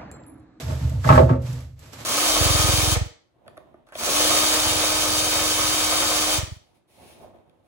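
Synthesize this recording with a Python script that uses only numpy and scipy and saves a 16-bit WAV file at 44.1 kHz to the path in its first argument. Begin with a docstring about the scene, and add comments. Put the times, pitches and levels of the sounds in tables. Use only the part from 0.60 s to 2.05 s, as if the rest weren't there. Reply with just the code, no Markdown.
"""Lined pail into a hollow base

Small wooden room, stereo microphone, the sources well above their room sound and a quiet room tone.
A plastic pail lined with a heavy bag is pushed into a hollow base. Its rim knocks and judders against
the opening (ringing pail modes and noise cracks), the base booms at each shove (swelling low modes),
and bag and clothing rustle throughout (coloured noise, grains, rubbing through the wall, bright snaps)."""
import sys
import numpy as np
from scipy import signal
from scipy.fft import rfft, irfft
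from scipy.io import wavfile

SR = 44100
rng = np.random.default_rng(int(sys.argv[2]) if len(sys.argv) > 2 else 0)


def amplitude_ratio(level_db):
    """Convert a level in decibels to the matching linear amplitude (field) ratio."""
    exponent = np.asarray(level_db, float) / 20
    return 10 ** exponent


def pcm_store(signal):
    """Save signal as 16-bit PCM."""
    levels = np.round(np.clip(np.atleast_2d(signal), -1, 1) * 32767)
    wavfile.write(sys.argv[1], SR, levels.astype(np.int16).T)


N = 63945  # samples


def evened(x):
    """Scales to rms 1."""
    return x / np.sqrt(np.mean(x ** 2) + 1e-20)


def read(points, hz):
    """Reads a table on a log-frequency axis."""
    f, value = np.transpose(points)
    return np.interp(np.log(hz + 1), np.log(f + 1), value)


def add(mix, s, sound):
    """Mixes a stereo sound in at time s."""
    part = mix[:, round(s * SR):][:, :sound.shape[1]]
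    part += sound[:, :part.shape[1]]


def sides(db):
    """Left and right gains for a left-minus-right level."""
    return amplitude_ratio(np.array([db / 2, -db / 2]))


# left-right likeness of the noise sounds: f/Hz, likeness (held within -1..1); above 8 kHz the bands turn nearly
# in phase or opposed
LIKENESS = [(150, 0.95), (300, .9), (600, 0.38), (2000, 0.19), (5000, -0.0018), (8000, 0.52), (8900, -0.96),
            (10200, -1.087), (10800, 0.9), (12700, 1), (13400, -.99)]
# stereo balance at the microphone: f/Hz, left minus right/dB
BALANCE = [(60, -1.5), (180, 2.5), (550, -8), (1650, 1.5), (4970, -7.5), (8700, -1), (15000, 0.5)]


def pair(a, b, colour):
    """Colours two unrelated signals, mixes them to the left-right likeness and scales to rms 1."""
    hz = np.fft.rfftfreq(len(a), 1 / SR)
    za, zb = rfft(a), rfft(b)
    same = np.clip(read(LIKENESS, hz), -1, 1)
    stereo = np.array([za, same * za + np.sqrt(1 - same ** 2) * zb])
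    stereo = stereo * amplitude_ratio(read(colour, hz)) * sides(read(BALANCE, hz))
    return evened(irfft(stereo, len(a)))


# spectrum of the room tone: f/Hz, relative level/dB per Hz
FLOOR_COLOUR = [(20, -24), (97, 4), (151, -2), (194, -38), (9370, -67.5), (15000, -94.5)]


def floor():
    """Quiet room tone: steady coloured noise."""
    level_db = -50
    return amplitude_ratio(level_db) * pair(*rng.standard_normal((2, N)), FLOOR_COLOUR)


# bag rustle: t/s, treble level/dB, level of rubbing through the pail wall/dB
RUSTLE_LEVELS = [(0.0, -44.5, -48), (0.06, -52, -49), (0.112, -49.5, -37.5), (0.184, -54, -48),
                 (0.226, -53, -43.5), (0.39, -59.5, -52.5), (0.428, -55.5, -67.5), (0.448, -47, -38),
                 (0.484, -41, -30.5), (0.496, -42.5, -35.5), (0.568, -41.5, -28), (0.678, -59, -34),
                 (0.71, -59.5, -27.5), (0.786, -74, -42.5), (0.868, -52, -51.5), (1.0, -57.5, -52.5),
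                 (1.158, -79, -74.5), (1.23, -59, -58.5), (1.32, -62, -61), (1.336, -49.5, -52.5),
                 (1.368, -56, -63), (1.408, -48, -54.5), (1.45, -53.5, -68)]
# spectrum of rustle and snaps: f/Hz, relative level/dB per Hz
BAG_COLOUR = [(120, -38.5), (200, -3), (263, 1), (316, -7), (1460, -9.5), (7860, -16.5), (11700, -22),
              (14400, -24.5), (15700, -27.5)]
# pail modes, for rubbing and knocks: f/Hz
PAIL_MODES_HZ = [220, 255, 327, 358, 490, 545, 612, 638, 735, 820, 888, 1028, 1093, 1165, 1258, 1335, 1515,
                 1640, 1800, 2040]
# the same modes: level/dB, t60/s before any grip, left leads/rad, left minus right/dB
PAIL_MODES = [(-8.5, 0.94, 1.5, -2.5), (-1, .6, -.1, -2), (0, 0.065, 1.87, 2.5), (-5, 0.2, -0.4, -6.5),
              (-3, 0.26, 4, -0.5), (-7, .3, .7, -8), (0.5, 0.1, 1.8, -7.5), (-4, 0.19, 2, -11.5),
              (-9.5, 0.22, 2, -5), (-7.5, 0.18, 1.5, -11.5), (-3, 0.18, 1.43, 1), (-0.5, 0.044, 5, 7),
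              (0.5, 0.073, -1, -6.5), (-2.5, 0.16, -1.9, 3), (-2, 0.23, 3.5, 1.5), (-4, 0.18, -2, -8),
              (-4.5, 0.066, 1.4, -5.5), (-4, 0.2, -1.5, -4), (-6, 0.059, 0, -2.5), (-6.5, 0.077, 1.5, -3)]


def rustle():
    """Hiss and fine crackle of the bag; rubbing noise also shakes the pail modes."""
    grains_per_s, spread_db, grain_db = 3200, 2.5, -0.5
    rub_hz, rub_octaves = 550, 0.64
    s, treble_db, rub_db = np.transpose(RUSTLE_LEVELS)
    t = np.arange(N) / SR

    struck = rng.random((2, N)) < grains_per_s / SR
    size = amplitude_ratio(spread_db * np.minimum(rng.exponential(1, (2, N)), 4))
    grains = struck * size * rng.choice([-1, 1], (2, N))
    drive = rng.standard_normal((2, N)) + amplitude_ratio(grain_db) * evened(grains)
    hiss = pair(*drive, BAG_COLOUR)
    # the treble level refers to this band of the left-right mean
    treble = signal.butter(4, [3000, 8500], "band", fs=SR, output="sos")
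    hiss /= np.std(signal.sosfilt(treble, hiss.mean(0)))

    wall_t = np.arange(SR // 4) / SR
    wall = np.zeros(len(wall_t))
    for hz, (db, t60, _, _) in zip(PAIL_MODES_HZ, PAIL_MODES):
        reach = np.exp(-.5 * (np.log2(hz / rub_hz) / rub_octaves) ** 2)
        # rubbed modes die twice as fast as knocked ones
        wall += reach * amplitude_ratio(db - 120 * wall_t / t60) * np.sin(2 * np.pi * hz * wall_t)
    rub = evened(signal.oaconvolve(rng.standard_normal((2, N)), wall[None], axes=1)[:, :N])
    rub = rub + 0.23 * rub[::-1]  # each side leaks into the other
    return hiss * amplitude_ratio(np.interp(t, s, treble_db)) + rub * amplitude_ratio(np.interp(t, s, rub_db))


# shoves on the base: t/s, level/dB, upper-lower tilt/dB, extra damping by the grip/(dB/s), below 0 as 0
SHOVES_ON_BASE = [(.025, -21.5, -1, 60), (.075, -20, -1.5, 35), (.112, -16.5, 3, 97), (0.152, -31, 13, 158),
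                  (.21, -15.5, -1, 57), (0.236, -19.5, 10, 85), (0.301, -22, 2.5, 51),
                  (0.334, -17.5, 0, 53), (.365, -28, -10, 79), (0.449, -10.5, 4, 12.5),
                  (0.495, -13.5, 29.5, 141), (0.524, -0.5, 5, 76), (0.56, -4.5, -1, 126.5),
                  (0.625, -2.5, 5, 227.5), (0.702, -5.5, 11, 283), (.745, -26, -6.5, 32),
                  (0.778, -27, 19, 67), (.834, -28.5, 12.5, 8.5), (0.883, -25, 9, -8.5),
                  (0.929, -22.5, 5.5, 71), (1.009, -33.5, -1.5, 31), (1.097, -36.5, 2, 14),
                  (1.362, -42, 8.5, 14), (1.398, -41.5, 17, 7)]
# modes of the hollow base: f/Hz
BASE_MODES_HZ = [41, 74, 95, 125, 140, 164, 255]
# the same modes: level/dB, t60/s before the grip, share of the upper-lower tilt
BASE_MODES = [(-5, 1.7, .2), (2.5, 0.51, -0.54), (-1, 0.32, -1.1), (1, 0.28, 0.54), (-1, 0.17, 0.27),
              (-23, 0.061, 0.99), (-16.5, 0.35, .6)]


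def base():
    """Each shove swells into the low modes of the hollow base."""
    rise_s, left_minus_right_db, right_lag_rad = 0.018, -1.44, 0.078
    out = np.zeros((2, N))
    t = np.arange(SR) / SR
    hz = np.array(BASE_MODES_HZ)[:, None]
    db, t60, share = (column[:, None] for column in np.transpose(BASE_MODES))
    turn = 2 * np.pi * hz * t
    waves = np.array([np.sin(turn), np.sin(turn - right_lag_rad)])
    rings = amplitude_ratio(db - 60 * t / t60) * waves * (1 - np.exp(-t / rise_s))
    for s, level_db, tilt_db, grip in SHOVES_ON_BASE:
        boom = (amplitude_ratio(tilt_db * share) * rings).sum(1)
        boom = sides(left_minus_right_db)[:, None] * boom
        add(out, s, amplitude_ratio(level_db - max(grip, 0) * t) * boom)
    return out


# rim knocks: t/s, level/dB, centre of the modes reached f/Hz, reach/octaves, extra damping by the grip/(dB/s)
RIM_KNOCKS = [(0.099, -25.5, 310, 2.5, 189), (0.124, -27.5, 605, 0.91, 202), (0.318, -33, 600, 0.53, 38),
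              (.443, -17.5, 1480, 0.6, 152), (.464, -16, 585, 0.36, 54), (0.474, -21, 2040, 0.15, 199),
              (0.4898, 3, 1100, 0.36, 399.5), (0.502, 4, 800, 0.68, 418.5), (0.525, -1.5, 1100, 0.4, 452),
              (.543, -5, 606, 1.1, 199.5), (0.556, -9.5, 1620, 0.33, 92.5), (.5765, 4, 780, 0.54, 400.5),
              (.592, 0.5, 488, 0.34, 127), (.6, -7, 358, 0.19, 98.5), (.612, -6.5, 430, 1.1, 140),
              (.632, -12, 590, 0.19, 395), (.692, -14, 1120, 0.42, 61.5), (.703, -7.5, 342, 0.62, 125),
              (0.73, -21, 720, 1.9, 302), (.752, -20, 532, 0.12, 61), (1.332, -48, 590, 0.46, 58),
              (1.399, -42, 1075, 1.3, 53)]
# spectrum of a knock's broad burst: f/Hz, relative level/dB per Hz
CRACK_COLOUR = [(88, -45), (150, -9.5), (388, -20), (618, -17), (1600, -20), (8330, -53.5), (12000, -65.5),
                (15500, -86)]


def knocks():
    """Each knock rings the pail modes near its centre and gives a short broad crack."""
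    ring_rise_s, crack_rise_s, crack_t60_s = 0.0015, 0.00067, .08
    crack_db, crack_db_per_octave = -20, 6  # for a knock centred on 800 Hz; slope with its centre
    out = np.zeros((2, N))
    t = np.arange(SR // 2) / SR
    hz = np.array(PAIL_MODES_HZ)[:, None]
    db, t60, lead, pan = (column[:, None] for column in np.transpose(PAIL_MODES))
    phase = np.array([np.maximum(lead, 0), np.maximum(-lead, 0)])
    waves = np.sin(2 * np.pi * hz * t + phase)
    rings = amplitude_ratio(db - 60 * t / t60) * sides(pan) * waves * np.minimum(t / ring_rise_s, 1)
    for s, level_db, centre_hz, octaves, grip in RIM_KNOCKS:
        reach = np.exp(-.5 * (np.log2(hz / centre_hz) / octaves) ** 2)
        ring = (reach * rings).sum(1) / np.linalg.norm(reach * amplitude_ratio(db)) / 2
        ring = amplitude_ratio(-max(grip, 0) * t) * ring
        burst_db = crack_db + crack_db_per_octave * np.log2(centre_hz / 800)
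        crack = pair(*rng.standard_normal((2, len(t))), CRACK_COLOUR)
        crack = crack * amplitude_ratio(burst_db - 60 * t / crack_t60_s) * np.minimum(t / crack_rise_s, 1)
        add(out, s, amplitude_ratio(level_db) * (ring + crack))
    return out


# decay of the small wooden room: f/Hz, t60/s
ROOM_DECAY = [(100, 0.21), (500, 0.33), (2000, 0.053), (8000, 0.052)]


def room(x):
    """Sparse reflections of random sign, each band dying at its own speed."""
    level_db = -14
    taps = np.zeros((2, SR // 2))
    slots = np.arange(120, SR // 2 - 20, 20)
    at = slots + rng.integers(0, 20, (2, len(slots)))  # one reflection in every 20 samples
    np.put_along_axis(taps, at, rng.choice([-1., 1.], at.shape), 1)
    hz, t, z = signal.stft(taps, SR, nperseg=256)
    decay = amplitude_ratio(-60 * t / read(ROOM_DECAY, hz)[:, None])
    tail = signal.istft(z * decay, SR, nperseg=256)[1]
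    tail = pair(*tail[:, :SR // 2], [(100, 0), (200, 0)])  # flat colour
    tail = tail / np.linalg.norm(tail[0])
    return amplitude_ratio(level_db) * signal.fftconvolve(x.mean(0)[None], tail, axes=1)[:, :N]


# creases of the bag snapping: t/s, level/dB, t60/s
CREASE_SNAPS = [(0.296, -42, .04), (.82, -53, .1), (0.928, -44, .05), (1.005, -50, 0.055),
                (1.192, -51.5, 0.087), (1.3322, -45, .07)]


def snaps():
    """A crease gives way: a sudden bright burst, the colour of the rustle with its treble lifted."""
    out = np.zeros((2, N))
    t = np.arange(SR // 5) / SR
    for s, level_db, t60 in CREASE_SNAPS:
        bright = signal.lfilter([1, -.9], 1, rng.standard_normal((2, len(t))))
        add(out, s, amplitude_ratio(level_db - 60 * t / t60) * pair(*bright, BAG_COLOUR))
    return out


def scene():
    """All sources; the knocks ring in the small room."""
    hits = knocks()
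    return floor() + rustle() + base() + hits + room(hits) + snaps()


def low_pass(x):
    """Removes everything above the highest recorded frequency."""
    return signal.sosfilt(signal.butter(12, 15880, fs=SR, output="sos"), x)


def record(dry):
    """Microphone stage: a low cut at 71 Hz, then a soft limit that rounds off the loudest peaks."""
    low_cut = signal.butter(6, 71, "high", fs=SR, output="sos")
    cut = signal.sosfilt(low_cut, dry)
    limited = 1.16 * np.tanh(cut / 0.95)
    return low_pass(limited)


dry = scene()
out = record(dry)
pcm_store(out)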